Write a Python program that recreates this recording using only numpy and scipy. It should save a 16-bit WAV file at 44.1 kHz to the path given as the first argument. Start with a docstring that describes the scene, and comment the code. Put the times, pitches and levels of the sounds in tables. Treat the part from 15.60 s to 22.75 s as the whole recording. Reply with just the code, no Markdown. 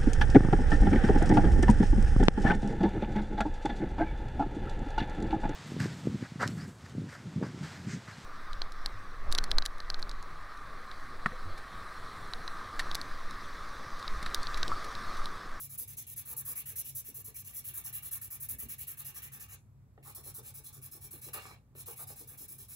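"""A felt-tip marker scribbles back and forth, ten strokes a second, in three bouts on a hand-held card.
The felt hisses as its fibres catch and slip; the card rasps, flexes, and drums where the tip drags
near a loose edge. The tip lifts twice and taps down again.
Around it, a kitchen with a humming fridge, heard by two close microphones."""
import sys
import numpy as np
from scipy import signal
from scipy.fft import rfft, irfft, next_fast_len
from scipy.io import wavfile

SR = 44100
rng = np.random.default_rng(int(sys.argv[2]) if len(sys.argv) > 2 else 0)


def output_pcm(signal):
    """Save a mono or channel-first signal as 16-bit PCM at the path in sys.argv[1].

    Samples are clipped to [-1, 1] before scaling.
    """
    pcm = np.clip(np.atleast_2d(signal).T, -1, 1) * 32767
    wavfile.write(sys.argv[1], SR, np.round(pcm).astype(np.int16))


N = 315495
REGRIP_S = 4.2  # first grip gives way to second

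# marker strokes: start/s, length/s, level/dB, pressure swell/dB, arch (0 flat, 2 peaked),
# turn re stroke/dB, scratch re hiss/dB, card rasp/dB, upper re lower card modes/dB
STROKES = [(-0.004, 0.082, -42, -6, 0.42, -18, 1, -65, 5),
           (0.092, 0.072, -45.0, 3, 0.35, -15, 3.5, -60, -4.5),
           (0.175, 0.086, -37.5, -8, 1.2, -29, -1, -63, 4.5),
           (0.275, 0.08, -47.5, -8, 0.4, -27, 3.5, -62, 4.5),
           (0.368, 0.081, -43, -6, 1.2, -28, 5, -68.5, 22),
           (0.466, 0.077, -46.0, 0.5, 0.15, -39, 3, -64.5, 12.5),
           (0.56, 0.084, -40.5, -8, 2, -31, 1, -58.5, 1),
           (0.651, 0.09, -42.5, 8, 0.21, -19, -0.5, -54.5, -4),
           (0.764, 0.071, -35, -6, 1.9, -23, -4.5, -55.5, -8),
           (0.849, 0.091, -37.0, 4, 0.65, -19, 0, -52.5, -7.0),
           (0.953, 0.083, -36.5, 2, 1.5, -27, -1.5, -54.5, 0),
           (1.054, 0.098, -41.5, -4, 1.6, -19, 1, -56.0, -1),
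           (1.156, 0.069, -34.5, 6, 0.66, -23, -0.5, -56, 3),
           (1.243, 0.076, -41, 6, 0.76, -13, 3, -61.5, 11),
           (1.347, 0.082, -37.5, -3, 1.3, -28, -0.5, -62, -2.5),
           (1.442, 0.084, -43, 7, 1.7, -15, 1.5, -62.5, -1),
           (1.543, 0.082, -43.5, -4.5, 0.29, -27, -1, -62.5, -1),
           (1.643, 0.087, -47, -17.5, 1.2, -20, 2, -61.5, 1),
           (1.741, 0.087, -42.5, 8, 0.99, -21, 2.5, -61, 1.5),
           (1.843, 0.092, -46.5, 2, 0.76, -18, 5.5, -61, 1), (1.931, 0.1, -39, 11, 2.3, -26, 1, -64.0, 1),
           (2.039, 0.099, -40, 0, 1.9, -18, -2, -55, 4), (2.135, 0.093, -39, 1, 1.2, -23, -1.0, -54, -4),
           (2.237, 0.082, -39, 0, 1.4, -22, 2, -52.5, -5),
           (2.326, 0.083, -37.5, -3, 1.5, -17, -1, -54, 0.5),
           (2.422, 0.079, -39.5, 8, 1.1, -27, 0, -55, -3.5),
           (2.51, 0.081, -36.5, -3, 1, -22, -1.5, -53, -8.5),
           (2.612, 0.074, -42, -5, 0.65, -17, 0.5, -58, -4),
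           (2.703, 0.086, -40, -4.5, 1.6, -22, 0.5, -56.5, -5.5),
           (2.798, 0.079, -39.5, 6, 1.4, -21, -2.5, -59.5, -1.5),
           (2.886, 0.071, -38, -5.5, 0.5, -18, -3.5, -55.5, 2),
           (2.984, 0.086, -41, -8, 1, -22, 0.5, -56, -0.5),
           (3.085, 0.071, -38.5, 1, 0.99, -21, -1, -54, 1.5),
           (3.181, 0.074, -40.5, 3, 1.1, -18, 1.5, -58, 6.5),
           (3.269, 0.086, -42, -9, 0.77, -22, -1.5, -53.5, -1.5),
           (3.37, 0.073, -42.5, 2, 1.5, -24, -1, -55.5, -2), (3.445, 0.085, -43, -7, 1.3, -18, 2, -55, -7),
           (3.54, 0.088, -45.5, -1, 2.1, -28, 4, -54.5, -5.0),
           (3.619, 0.074, -45.5, -4, 0.76, -22, 3.5, -52.5, -3.5),
           (3.717, 0.082, -47, -4, 1.2, -24, 3, -55, -8.5), (3.795, 0.075, -47.5, -6, 0.9, -25, 7, -55, -5),
           (3.881, 0.088, -48.5, 17, 1.6, -26, 9, -55, -5.5),
           (4.426, 0.12, -48.5, 14, 2.2, -35, 6.5, -65.5, 14),
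           (4.547, 0.081, -50.5, -19, 0.4, -13, 3, -63, -3),
           (4.632, 0.094, -45.5, 11.5, 1.3, -20, 5.5, -62.5, 9.5),
           (4.74, 0.077, -43, -5, 1.3, -22, 3, -60, -12), (4.826, 0.098, -47.5, 15, 1.4, -19, 6.5, -59, 4),
           (4.939, 0.083, -45.5, -6, 2, -15, 3.5, -61, -2),
           (5.034, 0.09, -46.5, -4, 2.5, -17, 6, -60.5, -1),
           (5.126, 0.079, -53, -6, 0.71, -13, 7.5, -64, -6),
           (5.213, 0.086, -46.5, 5, 1.6, -13, 2.5, -60.0, 1.0),
           (5.312, 0.089, -49.5, -10, 1.1, -11, 3, -61.5, -3),
           (5.406, 0.092, -46.5, 6, 1.7, -20, 4.0, -60, -1),
           (5.507, 0.099, -50, -10.5, 0.3, -14, 0, -59, -1),
           (5.611, 0.097, -45.5, 4, 0.94, -14, 3.5, -58.5, 3),
           (5.731, 0.067, -42.5, -17, 0.64, -26, 4.5, -42.5, -4.5),
           (5.795, 0.17, -58.5, -3.5, 0.76, -22, 15.5, -52, -3.5),
           (6.147, 0.1, -45.5, 24, 2.2, -29, 4, -59.0, -0.5),
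           (6.258, 0.092, -44.5, -1, 0.57, -17, 2, -60.5, 9.5),
           (6.356, 0.091, -43.5, 19, 0.64, -19, 2, -64.5, 17),
           (6.47, 0.079, -47.5, -8, 0.7, -11, 5.5, -60.5, 1.5),
           (6.556, 0.102, -48.0, 3, 1.2, -15, 4.5, -60.5, 2),
           (6.672, 0.096, -50.5, -9, 0.45, -22, 2.5, -58.5, -1),
           (6.772, 0.095, -46.5, 2.5, 0.68, -23, 4, -62.5, 4),
           (6.879, 0.1, -47.5, -6, 0.89, -14, 1.5, -62.5, 0.5),
           (6.98, 0.091, -49.0, -4, 1.1, -15, 5.5, -63, 2),
           (7.082, 0.085, -47.0, 3, 0.8, -21, 3.5, -60.5, 0)]


def amp(db):
    """Decibels to gain."""
    return 10 ** (np.asarray(db) / 20)


def unit(x):
    """Scale to rms 1."""
    return x / np.sqrt(np.mean(x ** 2) + 1e-20)


def read(points, hz):
    """Interpolate a table over log frequency."""
    f, value = np.transpose(points)
    return np.interp(np.log(hz + 1), np.log(f + 1), value)


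def bins(size=4096):
    """Real-FFT frequencies in Hz."""
    return np.fft.rfftfreq(size, 1 / SR)


def wander(rate_hz):
    """Random curve of rms 1, varying up to about rate_hz."""
    knots = rng.standard_normal(N // 16)
    return unit(np.interp(np.arange(N) * 2 * rate_hz / SR, np.arange(len(knots)), knots))


def colour(x, spectrum):
    """Minimum-phase filter of unit energy; the spectrum sets shape only."""
    log_gain = np.log(amp(read(spectrum, bins())))
    phase = -signal.hilbert(np.r_[log_gain, log_gain[-2:0:-1]]).imag[:len(log_gain)]
    impulse = irfft(np.exp(log_gain + 1j * phase))
    return signal.oaconvolve(x, impulse / np.linalg.norm(impulse))[:N]


def resonate(x, hz, width_hz):
    """Unity-gain resonance following the curve hz."""
    carrier = np.exp(2j * np.pi * np.cumsum(hz) / SR)
    pole = np.exp(-np.pi * width_hz / SR)
    return 2 * (carrier * signal.lfilter([1 - pole], [1, -pole], x / carrier)).real


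def by_stroke(values):
    """Hold each stroke's value until the next begins."""
    stroke = np.searchsorted(np.transpose(STROKES)[0], np.arange(N) / SR) - 1
    return values[np.maximum(stroke, 0)]


def diffuse(pair):
    """Give two independent signals the coherence of diffuse sound at the microphones."""
    # diffuse field: f/Hz, coherence (clipped to +-1)
    likeness = [(50, 0.72), (160, 1), (400, 0.8), (1500, 0.2), (2400, -0.45), (3000, 0.37), (3500, -1.07),
                (4100, 0.26), (4600, -0.2), (6500, -0.66), (8000, 1), (9400, 0.95), (11000, 0.78),
                (13300, 0.56), (15500, -0.4)]
    size = pair.shape[1]
    common, apart = rfft(pair)
    coherence = np.clip(read(likeness, bins(size)), -1, 1)
    mid = common * np.sqrt((1 + coherence) / 2)
    side = apart * np.sqrt((1 - coherence) / 2)
    return irfft(np.array([mid + side, mid - side]), size)


def air():
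    """Steady rumble and faint hiss of the room."""
    # room noise: f/Hz, level/dB
    spectrum = [(20, -33.5), (35, -18.5), (55, 1), (70, -0.5), (110, 1.5), (135, 1), (160, -8), (200, -9),
                (300, -19), (550, -26), (1200, -30.5), (3300, -45), (9500, -45), (15500, -44.5)]
    pair = np.array([colour(noise, spectrum) for noise in rng.standard_normal((2, N))])
    return amp(-60) * diffuse(pair)


def fridge(throb_hz=3.9):
    """Low hum, throbbing as the compressor rocks on its springs."""
    # hum lines: f/Hz, level/dB, throb depth (0-1)
    lines = [(62.3, -75.5, 0.2), (99.2, -65.5, 0.56), (132.6, -67, 0.76), (136.7, -68.5, 1)]
    t = np.arange(N) / SR
    throb = np.sin(2 * np.pi * (throb_hz * t + rng.random()) + 0.15 * wander(rate_hz=1.78))
    return sum(amp(db) * unit((1 + depth * throb) * np.sin(2 * np.pi * (hz * t + rng.random())))
               for hz, db, depth in lines)


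def reflections(echoes_per_s=4000, gap_s=0.004):
    """Sparse stereo echoes, each band decaying at its own rate."""
    # reverberation time: f/Hz, T60/s
    t60 = [(200, 0.05), (800, 0.24), (2100, 0.17), (5500, 0.17), (15000, 0.47)]
    # reverberation strength: f/Hz, level re direct/dB
    wet = [(200, 5), (1000, 1.5), (1700, -5), (2900, 1), (4000, 3.5), (6500, -3.5), (10000, -14),
           (15000, -30)]
    size = SR // 2
    echoes = rng.choice([-1., 1.], (2, size)) * (rng.random((2, size)) < echoes_per_s / SR)
    echoes[:, :round(gap_s * SR)] = 0
    hz, t, bands = signal.stft(diffuse(echoes), SR, nperseg=256)
    decay = amp(-60 * t / read(t60, hz)[:, None])
    decay *= amp(read(wet, hz))[:, None] / np.sqrt(np.mean(decay ** 2, axis=1, keepdims=True))
    return signal.istft(bands * decay, SR, nperseg=256)[1] / np.linalg.norm(echoes[0])


def room(x):
    """Reverberation; two echo patterns crossfade as the hands move."""
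    angle_rad = 1.7 * wander(rate_hz=2.5)
    return sum(signal.fftconvolve((x * share)[None], reflections(), axes=1)[:, :N]
               for share in (np.cos(angle_rad), np.sin(angle_rad)))


def hands(decay_s=0.04):
    """Dull thuds of the hands shifting on the card."""
    # thuds: t/s, level/dB
    thuds = [(2.915, -53), (3.025, -51.5)]
    # thud spectrum: f/Hz, level/dB
    spectrum = [(20, -52), (60, 5), (110, -15), (180, -7), (300, -14.5), (700, -36), (3000, -61)]
    t = np.arange(N) / SR
    force = sum((t >= start_s) * amp(db) * np.exp(-abs(t - start_s) / decay_s) for start_s, db in thuds)
    return colour(force * rng.standard_normal(N), spectrum)


def pulses(events, length_in_rises):
    """Smooth force pulses from rows of t/s, peak/dB, rise/s."""
    t, force = np.arange(N) / SR, np.zeros(N)
    for start_s, db, rise_s in events:
        span = slice(*np.searchsorted(t, [start_s, start_s + length_in_rises * rise_s]))
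        u = (t[span] - start_s) / rise_s
        force[span] += amp(db) * u * np.exp(1 - u)
    return force


def flexing(rise_s=0.011):
    """A soft burst of noisy force each time the card gives way."""
    # card flexes: t/s, level/dB
    flexes = [(0.2, -63.5), (1.48, -60.5), (1.562, -63.5), (1.672, -59), (4.38, -64.5), (4.58, -63),
              (4.653, -63.5), (4.778, -61.5), (4.979, -68), (5.157, -64.5), (5.343, -61), (5.439, -70),
              (5.527, -59), (5.662, -59), (6.149, -67), (6.599, -58.5), (6.701, -65), (6.801, -61),
              (6.901, -66), (6.98, -72.5)]
    envelope = pulses([(start_s, db, rise_s) for start_s, db in flexes], length_in_rises=10)
    return envelope * rng.standard_normal(N)


def knocks():
    """Force of the tip knocking on the card; longer contact is duller."""
    # knocks: t/s, force/dB, contact/s
    taps = [(2.712, -47, 0.00003), (2.89, -38, 0.000028), (4.378, -37, 0.00055), (4.582, -40, 0.00042),
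            (4.664, -43.5, 0.00053), (4.794, -40.5, 0.00038), (5.511, -44, 0.00002),
            (5.688, -32.5, 0.000049), (5.746, -33, 0.00011), (5.764, -33, 0.000095), (5.792, -46, 0.00022),
            (5.855, -36.5, 0.00011), (5.914, -40, 0.000095), (6.153, -43, 0.00044), (6.504, -41, 0.0002),
            (6.829, -51, 0.00052)]
    return pulses(taps, length_in_rises=20)


def ticks():
    """The tip's dry tick at each knock."""
    # tick spectrum: f/Hz, level/dB
    spectrum = [(150, -25.5), (450, -3), (900, -2), (1800, 2), (4000, -1), (9000, -11), (15000, -1)]
    return amp(-5.5) * colour(knocks(), spectrum)


def card(force, spectrum, roam_db, bright_db=0, pivot_hz=1660):
    """Card modes: levels vary with grip and as the tip crosses nodes; pitch drifts with bending."""
    # modes: f/Hz, width/Hz, first-grip level/dB, second-grip level/dB
    modes = [(449, 98, -7.5, -5.5), (605, 58, -13.5, -5), (784, 96, -5, 0), (878, 65, -3, 1.5),
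             (1169, 130, 2.5, 5), (1516, 85, 1.5, 2.5), (1648, 114, 3.5, 3), (1866, 155, 4.5, -0.5),
             (2282, 147, 5.5, 3), (2776, 227, 4, -1.5), (4000, 810, -5, -7)]
    t, ring = np.arange(N) / SR, np.zeros(N)
    drive = colour(force, spectrum)
    for k, (hz, width_hz, first_db, second_db) in enumerate(modes):
        grip_db = np.where(t < REGRIP_S, first_db, second_db)
        tilt_db = bright_db * np.clip(np.log2(hz / pivot_hz), -.5, .5)
        coupling = amp(grip_db + tilt_db + roam_db * wander(rate_hz=16))
        ring += (-1) ** k * signal.lfilter(*signal.iirpeak(hz, hz / width_hz, fs=SR), drive * coupling)
    bend_s = 0.001225 * wander(rate_hz=5)
    return unit(np.interp(t - bend_s, t, ring)) * np.std(force)


def sweep(starts_s, ends_s, levels_db, swells_db, arches, bite_s, head_start):
    """Rubbing envelope: the tip breaks free, speeds up and stops while pressure swells or fades."""
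    t, envelope = np.arange(N) / SR, np.zeros(N)
    for start_s, end_s, db, swell_db, arch in np.broadcast(starts_s, ends_s, levels_db, swells_db, arches):
        span = slice(*np.searchsorted(t, [start_s, end_s]))
        age_s = t[span] - start_s
        progress = age_s / (end_s - start_s)
        speed = abs(np.sin(np.pi * (head_start + (1 - head_start) * progress)))
        attack = 1 - np.exp(-age_s / bite_s)
        envelope[span] += attack * speed ** abs(arch) * amp(db + swell_db * (progress - .5))
    return envelope


def friction(snags_per_s, spread_db, snag_share, grain_db, grain_hz):
    """Countless tiny fibre slips plus fewer large snags, clumped by the paper's tooth."""
    sizes = amp(spread_db * np.minimum(rng.exponential(1, N), 4)) * rng.choice([-1, 1], N)
    snags = unit(sizes * (rng.random(N) < snags_per_s / SR))
    force = np.sqrt(snag_share) * snags + np.sqrt(1 - snag_share) * rng.standard_normal(N)
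    return unit(force * amp(grain_db * wander(grain_hz)))


def felt(rubbing, scratch_db, split_hz=7800, echo_s=0.0014, nib_drift=0.02):
    """Felt hiss; its low band is a scratch, recoloured each stroke by nib resonances and finger echoes."""
    # sliding felt: f/Hz, first-grip level/dB, second-grip level/dB
    spectra = [(306, -31, -38.5), (2580, -29, -28.5), (3370, -26, -25), (4090, -22.5, -18.5),
               (4570, -27, -27.5), (5280, -18.5, -16.5), (6200, -13.5, -17), (8020, -12, -12),
               (8620, -7.5, -4.5), (8830, -8.5, -7.5), (9380, -3.5, -4), (11150, 2.5, 2.5),
               (11740, -1.5, -7), (12400, 4, 2.5), (13600, -2, -3), (14700, 1.5, 1), (15300, -1.5, -3.5)]
    t, count = np.arange(N) / SR, len(STROKES)
    first, second = (colour(rubbing, np.array(spectra)[:, [0, grip]]) for grip in (1, 2))
    hiss = np.where(t < REGRIP_S, first, second)
    low = signal.sosfiltfilt(signal.butter(3, split_hz, fs=SR, output="sos"), hiss)
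    delays_s = echo_s * (.5 + 2 * rng.random((count, 3)))
    echoes = sum(np.interp(t - by_stroke(delay_s), t, low) for delay_s in delays_s.T)
    nib_hz = rng.uniform(3960, 6870, (count, 2))  # new pitches each time the nib bends over
    nib = sum(resonate(low, by_stroke(hz) * (1 + nib_drift * wander(rate_hz=19)), width_hz=207)
              for hz in nib_hz.T)
    scratch = amp(-1.5) * (low + 0.37 * echoes + amp(0.5) * nib)
    return hiss - low + scratch * amp(by_stroke(scratch_db) + 0.6 * wander(rate_hz=17))


def marker(turn_s=0.048, drum_re_rasp_db=-8):
    """The sliding tip hisses and sets the card rasping, drumming, flexing and knocking."""
    # drags near a loose edge: start/s, end/s, drumming level/dB
    drags = [(0.66, 0.773, -56), (0.852, 0.94, -55), (4.428, 4.534, -54.5), (4.54, 4.63, -59),
             (4.632, 4.73, -56), (5.72, 5.794, -51), (5.814, 5.965, -56.5), (6.249, 6.333, -49),
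             (6.366, 6.451, -50), (6.467, 6.549, -54.5)]
    # spectra of the forces on the card: f/Hz, level/dB
    rasp_spectrum = [(150, -3), (450, -7.5), (1100, 0.5), (2200, 9.5), (4200, 5), (7000, -11.5),
                     (14000, -68)]
    drum_spectrum = [(100, -59), (250, 9.5), (500, 4), (1100, -1), (1700, -9), (2600, -17.5), (6000, -57)]
    flex_spectrum = [(120, 4), (280, 8), (420, 2.5), (620, -14.5), (1000, -23), (3000, -72)]
    knock_spectrum = [(100, 1), (400, 1), (1200, -4), (3000, 0.5), (8000, -13)]
    start_s, length_s, level_db, swell_db, arch, turn_db, scratch_db, rasp_db, bright_db = (
        np.transpose(STROKES))
    end_s = start_s + length_s

    pressure = unit(amp(wander(rate_hz=62)))
    fibres = pressure * friction(2600, spread_db=3.5, snag_share=0.15, grain_db=0.94, grain_hz=587)
    judder = pressure * friction(300, spread_db=1.5, snag_share=0.53, grain_db=-0.5, grain_hz=123.6)
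    ridges = unit(amp(1.6 * wander(rate_hz=45)))

    sliding = sweep(start_s, end_s, level_db, swell_db, arch, bite_s=0.0024, head_start=0.17)
    # faint rubbing while the hand turns
    turning = sweep(end_s - turn_s, end_s + turn_s, level_db + turn_db - 7, 0,
                    arches=0.31, bite_s=0.005, head_start=0.11)
    scraping = sweep(start_s, end_s, rasp_db, 0.095 * swell_db, arches=0.24, bite_s=7e-4, head_start=0.42)
    pushing = sweep(start_s, end_s, rasp_db + drum_re_rasp_db, 0, arches=1, bite_s=0.038, head_start=0.02)
    dragging = sweep(*np.transpose(drags), 0, arches=2.35, bite_s=0.026, head_start=0.013)

    hiss = felt(fibres * np.hypot(sliding, turning), scratch_db)
    rasp = card(fibres * ridges * scraping, rasp_spectrum, roam_db=1.8, bright_db=by_stroke(bright_db))
    drum = card(judder * np.hypot(pushing, dragging), drum_spectrum, roam_db=2.5)
    flex = card(flexing(), flex_spectrum, roam_db=-1.5)
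    taps = card(knocks(), knock_spectrum, roam_db=5)
    return amp(1) * hiss + amp(-5.5) * rasp + amp(-3.5) * drum + amp(-2.5) * flex + amp(-5) * taps


def scene():
    """Marker and hands with their reverberation, dry ticks, room air and fridge."""
    near = marker() + hands()
    return near + ticks() + room(near) + air() + fridge()


def record(dry, cutoff_hz=15800):
    """Two microphones differing in phase and level, then a low-pass."""
    # microphone phase difference: f/Hz, left lead/rad
    lead = [(0, 0), (1200, -.6), (1500, -1.8), (1900, -1.9), (2150, -2.9), (3300, -3), (3700, -4.1),
            (4100, -5.9), (4900, -6), (5800, -7.2), (7600, -6.8), (8100, -4.9), (8600, -4.8), (9250, -3.25),
            (9600, -3.05), (11400, 0), (13150, 3.05), (13500, 3.25), (15000, 6.1), (15800, 6.9)]
    # microphone balance: f/Hz, left minus right/dB
    balance = [(250, -0.2), (500, -0.082), (1200, -1.6), (4000, 0.082)]
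    size = next_fast_len(N + 4096)
    hz, side = bins(size), np.array([[.5], [-.5]])
    response = np.exp(1j * side * read(lead, hz)) * amp(side * read(balance, hz))
    heard = irfft(rfft(dry, size) * response, size)[:, :N]
    lowpass = signal.firwin(801, cutoff_hz, window=("kaiser", 8), fs=SR)
    return signal.oaconvolve(heard, lowpass[None], "same")


dry = scene()
out = record(dry)
output_pcm(out)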